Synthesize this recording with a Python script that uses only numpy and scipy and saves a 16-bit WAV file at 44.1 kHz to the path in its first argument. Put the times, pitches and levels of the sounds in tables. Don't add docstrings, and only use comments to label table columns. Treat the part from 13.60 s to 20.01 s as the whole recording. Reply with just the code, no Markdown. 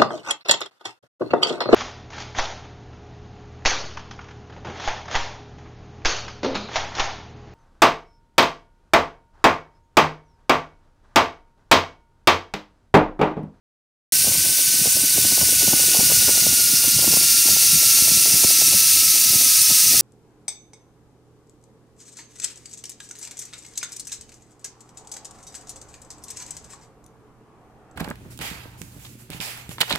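import sys
import numpy as np
from scipy import signal
from scipy.fft import rfft, irfft, next_fast_len
from scipy.io import wavfile
from scipy.ndimage import uniform_filter1d

SR = 44100
rng = np.random.default_rng(int(sys.argv[2]) if len(sys.argv) > 2 else 0)


def dump(signal):
    limited = np.clip(np.atleast_2d(signal).T, -1, 1)
    pcm = np.round(limited * 32767).astype(np.int16)
    wavfile.write(sys.argv[1], SR, pcm)


def rack_gain(trim_db):
    fader = np.asarray(trim_db, float)
    return 10 ** (fader / 20)


N = 282681

# start_s [s], strand_rate_hz [Hz], second_wheel_above_first_hz [Hz]
STRAND = [(0.52, 1523.2, 14.5), (0.85, 1514.2, 20), (1.15, 1504.7, 23.5), (1.55, 1496, 19), (2.0, 1470, 26),
          (2.45, 1457, 17), (2.95, 1422, 20.5), (3.3, 1407, 23), (3.7, 1383.2, 18), (4.0, 1371.9, 18),
          (4.17, 1361.5, 22.5), (4.55, 1349, 21), (4.9, 1329.7, 24), (5.25, 1313, 17.5), (5.5, 1304.3, 18),
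          (5.9, 1284, 17.5), (6.41, 1262.9, 16)]


def rms_one(x):
    return x / np.sqrt(np.mean(x ** 2) + 1e-20)


def in_time(rows):
    s, *columns = np.transpose(rows)
    return [np.interp(np.arange(N) / SR, s, column) for column in columns]


def to_spectrum(x):
    return rfft(x, next_fast_len(N))


def to_sound(spectrum):
    return irfft(spectrum, next_fast_len(N))[:N]


def bins_hz():
    size = next_fast_len(N)
    return np.maximum(np.arange(size // 2 + 1) * SR / size, 1)


def at_hz(points, hz):
    table_hz, table_db = np.transpose(points)
    return np.interp(np.log(hz), np.log(table_hz), table_db)


def drift(rate_hz):
    r = np.exp(-40 * np.pi * rate_hz / SR)
    noise = rng.standard_normal(N // 20 + 2002)
    slow = signal.lfilter([1], [1, -2 * r, r * r], noise)[2000:]
    return np.interp(np.arange(N) / 20, np.arange(len(slow)), rms_one(slow))


def band(x, low_hz, high_hz, order):
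    return signal.sosfilt(signal.butter(order, [low_hz, high_hz], "band", fs=SR, output="sos"), x)


def resonance(hz, centre_hz, width_hz):
    return 1 / (1 + (2 * (hz - centre_hz) / width_hz) ** 2)


def hiss(shake_db, chatter_db, patchy_db):
    # start_s [s], level_db [dB]
    load = [
        (0.52, -18.5),
        (1.5, -19),
        (2.5, -17),
        (3.0, -18.5),
        (3.5, -17.5),
        (4.1, -17),
        (4.5, -17),
        (5.4, -17),
        (6.41, -17),
    ]
    # pitch_hz [Hz], level_db [dB per Hz]
    wires = [(500, -33.5), (1100, -24), (1700, -18), (2300, -12.5), (3500, -10), (4300, -7), (5000, -4),
             (6300, -2), (7600, -6), (9200, 0), (11000, -5), (13000, -5.5), (14500, -6), (15700, -8.5)]
    # pitch_hz [Hz], width_hz [Hz], level_db [dB]
    metal = [(2720, 350, 3.5), (3120, 250, -4.5), (3650, 250, 1.5), (4250, 250, 1.5), (4610, 160, 4.5),
             (4920, 200, -2.5), (5130, 90, 3.5), (5500, 300, 1.5), (6020, 500, 2.5), (6450, 200, -2.5),
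             (8180, 120, 3.5), (9670, 150, 4.5), (14200, 600, 2.5), (14610, 160, 2.0), (14900, 300, -2.0)]
    load_db, = in_time(load)
    strand_hz = in_time(STRAND)[0]
    slowing = (strand_hz.mean() - strand_hz) / np.ptp(strand_hz)
    body_db = 0.2
    plates_db = 0.2 + 2.2 * np.tanh(5.0 * (slowing + .2)) / 2
    axle_db = .05 + 1.1 * slowing

    hz = bins_hz()
    colour_db = at_hz(wires, hz)
    for centre_hz, width_hz, db in metal:
        colour_db = colour_db + db * resonance(hz, centre_hz, width_hz)
    unsteady_db = shake_db * drift(3.3) + chatter_db * (drift(37) + drift(330))
    contacts = rng.standard_normal(N) * rack_gain(unsteady_db)
    ringing = to_spectrum(contacts) * rack_gain(colour_db)
    reference = to_sound(ringing * (hz > 6500) * (hz < 12000))
    ringing = ringing / np.sqrt(np.mean(reference ** 2))

    centres_hz = np.geomspace(800, 16000, 14)
    out = np.zeros(N)
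    for k, centre_hz in enumerate(centres_hz):
        share = np.interp(np.log(hz), np.log(centres_hz), np.arange(len(centres_hz)) == k)
        if centre_hz < 3900:
            part_db = body_db
        elif centre_hz < 6500:
            part_db = plates_db
        elif centre_hz > 12000:
            part_db = axle_db
        else:
            part_db = 0
        out += to_sound(ringing * share) * rack_gain(part_db + patchy_db * drift(9))
    return rack_gain(load_db) * out


def whine(gain_db, waver_hz, flicker_db, third_db, second_octave_db):
    # start_s [s], first_wheel_db [dB], second_wheel_db [dB]
    pressure = [
        (0.52, -46, -48),
        (1.45, -46.5, -51),
        (2.05, -42.5, -48),
        (2.9, -43.5, -47),
        (3.55, -44, -50.5),
        (4.45, -44.5, -50.5),
        (5.05, -45.5, -52.5),
        (5.95, -46, -53.5),
        (6.41, -48, -46.5),
    ]
    hz, apart_hz = in_time(STRAND)
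    tone_db, second_db = in_time(pressure)
    octave_db = tone_db + 0.5 + 4.5 * resonance(2 * hz, centre_hz=2724, width_hz=480)
    first = 2 * np.pi * np.cumsum(hz + waver_hz * drift(4)) / SR
    second = 2 * np.pi * np.cumsum(hz + apart_hz + 2 * waver_hz * drift(5.7)) / SR
    tones = [(first, tone_db), (2 * first, octave_db), (3 * first, octave_db + third_db),
             (second, second_db), (2 * second, second_db + second_octave_db)]
    out = np.zeros(N)
    for phase, db in tones:
        level = np.sqrt(2) * rack_gain(db + gain_db + flicker_db * drift(14))
        out += level * np.sin(phase)
    return out


def puffs(eddies, drop, swirl_hz, swirl_db, spread):
    half = round(.05 * SR)
    out = np.zeros(N + half)
    t = np.arange(-half, half) / SR
    noise = rms_one(band(rng.standard_normal(N + half), *swirl_hz, order=2))
    for s, db, ms, hz in eddies:
        middle = round(s * SR)
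        span = slice(middle - half, middle + half)
        u = t * 1000 / ms
        turns = rng.random() + hz * t * (1 - drop * np.tanh(u))
        swing = np.exp(-2.8 * u ** 2) * np.sin(2 * np.pi * turns)
        swirl = rack_gain(swirl_db) * np.exp(-np.abs(u) / spread) * noise[span]
        out[span] += rack_gain(db) * (swing + swirl)
    return out[:N]


def small_eddies():
    # start_s [s] (middle of the puff), level_db [dB peak], length_ms [ms]
    strong = [(0.672, -26, 4.3), (0.754, -27, 1.7), (0.863, -30.5, 3.7), (1.258, -22, 2.6),
              (1.37, -23.5, 1.6), (1.581, -23, 3.2), (1.722, -26, 4.3), (1.78, -18.5, 1.7),
              (1.815, -21, 3.2), (2.08, -20, 1.5), (2.134, -16.5, 1.7), (2.35, -22.5, 5.3),
              (2.371, -19, 1.4), (2.399, -19, 1.7), (2.504, -20.5, 2.4), (2.681, -19, 0.87),
              (2.692, -18, 3.6), (2.868, -20, 2.1), (3.244, -31.5, 8.9), (3.443, -21, 1.8),
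              (3.477, -20.5, 2.4), (3.539, -19, 3.4), (3.572, -16.5, 1.2), (3.887, -23.5, 4.2),
              (4.389, -28.5, 4.1), (4.513, -22.5, 1.9), (4.66, -22, 1.2), (4.843, -20.5, 3.3),
              (5.02, -25, 3), (6.106, -31.5, 4.8)]
    # start_s [s] (middle of the puff), level_db [dB peak]
    weak = [(0.559, -33), (0.681, -29), (0.72, -28.5), (0.993, -30), (1.274, -28.5), (1.651, -25),
            (1.831, -26), (1.891, -24.5), (2.024, -25), (2.198, -24.5), (2.24, -25.5), (2.41, -24.5),
            (2.521, -23), (2.628, -31), (2.756, -27.5), (2.778, -25), (3.393, -25), (3.426, -29),
            (3.633, -29), (3.968, -26.5), (4.233, -27), (4.481, -27), (4.733, -30), (4.909, -27.5),
            (5.129, -27.5), (5.141, -27.5), (5.561, -29.5), (5.749, -31), (5.808, -31), (6.349, -30)]
    eddies = []
    for s, db, ms in list(strong) + [(s, db, 2.8) for s, db in weak]:
        scatter = rng.uniform(-.08, .08)
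        eddies.append((s, db, ms, (527 + 12 * ms) * (1 + scatter)))
    return puffs(eddies, drop=.45, swirl_hz=(230, 950), swirl_db=-10, spread=3.0)


def big_eddies():
    # start_s [s] (middle of the thump), level_db [dB peak], length_ms [ms], pitch_hz [Hz]
    thumps = [(0.68, -24.5, 9.5, 201), (0.868, -27.5, 4.8, 193), (1.219, -25.5, 12, 175),
              (1.272, -23, 4.1, 200), (1.439, -26, 8.1, 241), (1.587, -19.5, 7.3, 216),
              (1.655, -27.5, 17, 234), (1.724, -22.5, 8.7, 248), (1.822, -27.5, 23, 178),
              (2.086, -18.5, 5.8, 176), (2.139, -15, 4.5, 226), (2.392, -17, 3.4, 167),
              (2.432, -18, 2.6, 205), (2.519, -23, 4.4, 237), (2.646, -28.5, 9.6, 180),
              (2.89, -28.5, 9.1, 132), (3.139, -25, 12, 213), (3.283, -25, 8.4, 220),
              (3.432, -30, 5.7, 255), (3.479, -17, 6.6, 268), (3.542, -23, 5.1, 128),
              (3.575, -19.5, 2.7, 240), (4.135, -29.5, 12, 174), (4.424, -23.5, 4.3, 153),
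              (4.519, -24, 8.3, 189), (4.74, -23, 3.7, 164), (4.847, -17, 5.8, 250), (5.15, -26, 8.3, 190),
              (5.757, -25.5, 11, 169), (6.115, -29, 17, 230)]
    return puffs(thumps, drop=0.47, swirl_hz=(60, 300), swirl_db=-9.5, spread=1.5)


def wind(lumpy_db):
    # start_s [s], level_db [dB]
    gust = [(.52, -43.5), (.7, -38.5), (1.1, -42.5), (1.78, -37), (2.3, -37.5), (2.87, -37.5), (3.3, -41),
            (3.52, -35), (3.7, -43), (3.9, -39), (4.28, -42), (4.55, -38.5), (5.1, -40), (5.3, -44.5),
            (5.8, -39), (5.95, -47.5), (6.2, -48), (6.3, -37.5)]
    # pitch_hz [Hz], level_db [dB per Hz]
    rumble = [(25, -38), (40, -34), (60, -3.5), (95, -3.5), (150, -1.5), (250, -11), (400, -29.5),
              (800, -54)]
    # pitch_hz [Hz], level_db [dB per Hz]
    flutter = [(120, -32.5), (220, 0.5), (320, 2), (500, -7), (700, -5.5), (1000, -23.5), (1400, -55)]
    gust_db, = in_time(gust)
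    rumble_db = gust_db - 0.5
    flutter_db = gust_db.mean() - 3 + 1.2 * (gust_db - gust_db.mean())
    out = np.zeros(N)
    for colour, level_db, rate_hz in [(rumble, rumble_db, 14), (flutter, flutter_db, 45)]:
        lumps = rng.standard_normal(N) * rack_gain(lumpy_db * drift(rate_hz))
        coloured = to_sound(to_spectrum(lumps) * rack_gain(at_hz(colour, bins_hz())))
        out += rack_gain(level_db) * rms_one(coloured)
    return out


def scene():
    trolley = hiss(shake_db=-0.24, chatter_db=0.46, patchy_db=0.51)
    trolley += whine(gain_db=1.3, waver_hz=.6, flicker_db=.8, third_db=-7, second_octave_db=-7)
    air = small_eddies() + big_eddies() + wind(lumpy_db=4.5)
    mono = trolley + air
    return np.array([mono, mono])


def camera_grain(x, scatter_db):
    # pitch_hz [Hz], step_db [dB against the local level]
    coarseness = [(300, -16), (1500, -11), (4000, -5), (7000, -2), (10500, 1), (15500, 1.5)]
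    hop, top, grid = 1024, 731, 680
    n = np.arange(2 * hop)
    window = np.sin(np.pi * (n[:, None] + .5) / (2 * hop))
    basis = window * np.cos(np.pi / hop * np.outer(n + .5 + hop / 2, np.arange(top) + .5))
    padded = np.pad(x, (2 * hop - grid, 3 * hop))
    count = len(padded) // hop - 1
    lines = np.array([padded[k * hop:(k + 2) * hop] for k in range(count)]) @ basis

    bands = np.arange(top) // 16
    nearby = uniform_filter1d(lines ** 2, size=80, axis=1, origin=24)
    nearby = uniform_filter1d(nearby, size=5, axis=0)
    masked = nearby[:, 8::16][:, bands]
    hz = (np.arange(top) + .5) * SR / (2 * hop)
    scatter = rng.standard_normal((count, bands[-1] // 2 + 1))[:, bands // 2]
    step = np.sqrt(masked + 1e-14) * rack_gain(at_hz(coarseness, hz) + scatter_db * scatter)
    whole = np.floor((np.abs(lines) / step) ** .75 + .4054)
    rounded = np.sign(lines) * step * whole ** (4 / 3)

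    frames = rounded @ basis.T * 2 / hop
    out = np.zeros((count + 1, hop))
    out[:-1] += frames[:, :hop]
    out[1:] += frames[:, hop:]
    return out.ravel()[2 * hop - grid:][:N]


def stereo_flecks(mono):
    # start_s [s] (middle of the fleck), pitch_hz [Hz] (middle of the band)
    splits = [(1.281, 8900), (1.304, 6300), (1.304, 10350), (1.327, 6950), (1.327, 8950), (2.047, 13800),
              (2.07, 7600), (2.07, 14500), (2.465, 4700), (2.79, 7600), (2.813, 4700), (2.93, 11000),
              (3.069, 13100), (3.394, 4700), (3.719, 8250), (3.719, 15100), (5.321, 10300), (5.321, 14500),
              (5.507, 11050), (6.018, 5500), (6.018, 9600)]
    mid, side = mono.copy(), np.zeros(N)
    fade = np.hanning(2048)
    for s, centre_hz in splits:
        half_hz = min(1450 / 2, centre_hz / 8.5)
        low_hz, high_hz = centre_hz - half_hz, centre_hz + half_hz
        i = round(s * SR) - 1024
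        part = band(mono[i - 512:i + 2048], low_hz, high_hz, order=6)[512:]
        other = band(rng.standard_normal(2560), low_hz, high_hz, order=6)[512:]
        mid[i:i + 2048] -= .25 * fade * part
        side[i:i + 2048] += rack_gain(-2) * fade * rms_one(other) * np.std(part)
    return np.array([mid + side, mid - side])


def roll_off(x):
    return signal.sosfilt(signal.butter(12, 17060, fs=SR, output="sos"), x)


def record(dry):
    mono = signal.sosfilt(signal.butter(3, 55, "high", fs=SR, output="sos"), dry[0])
    mono = camera_grain(mono, scatter_db=3.6)
    start_s = .522
    mono = mono * (np.arange(N) >= start_s * SR)
    return roll_off(stereo_flecks(mono))


dry = scene()
out = record(dry)
dump(out)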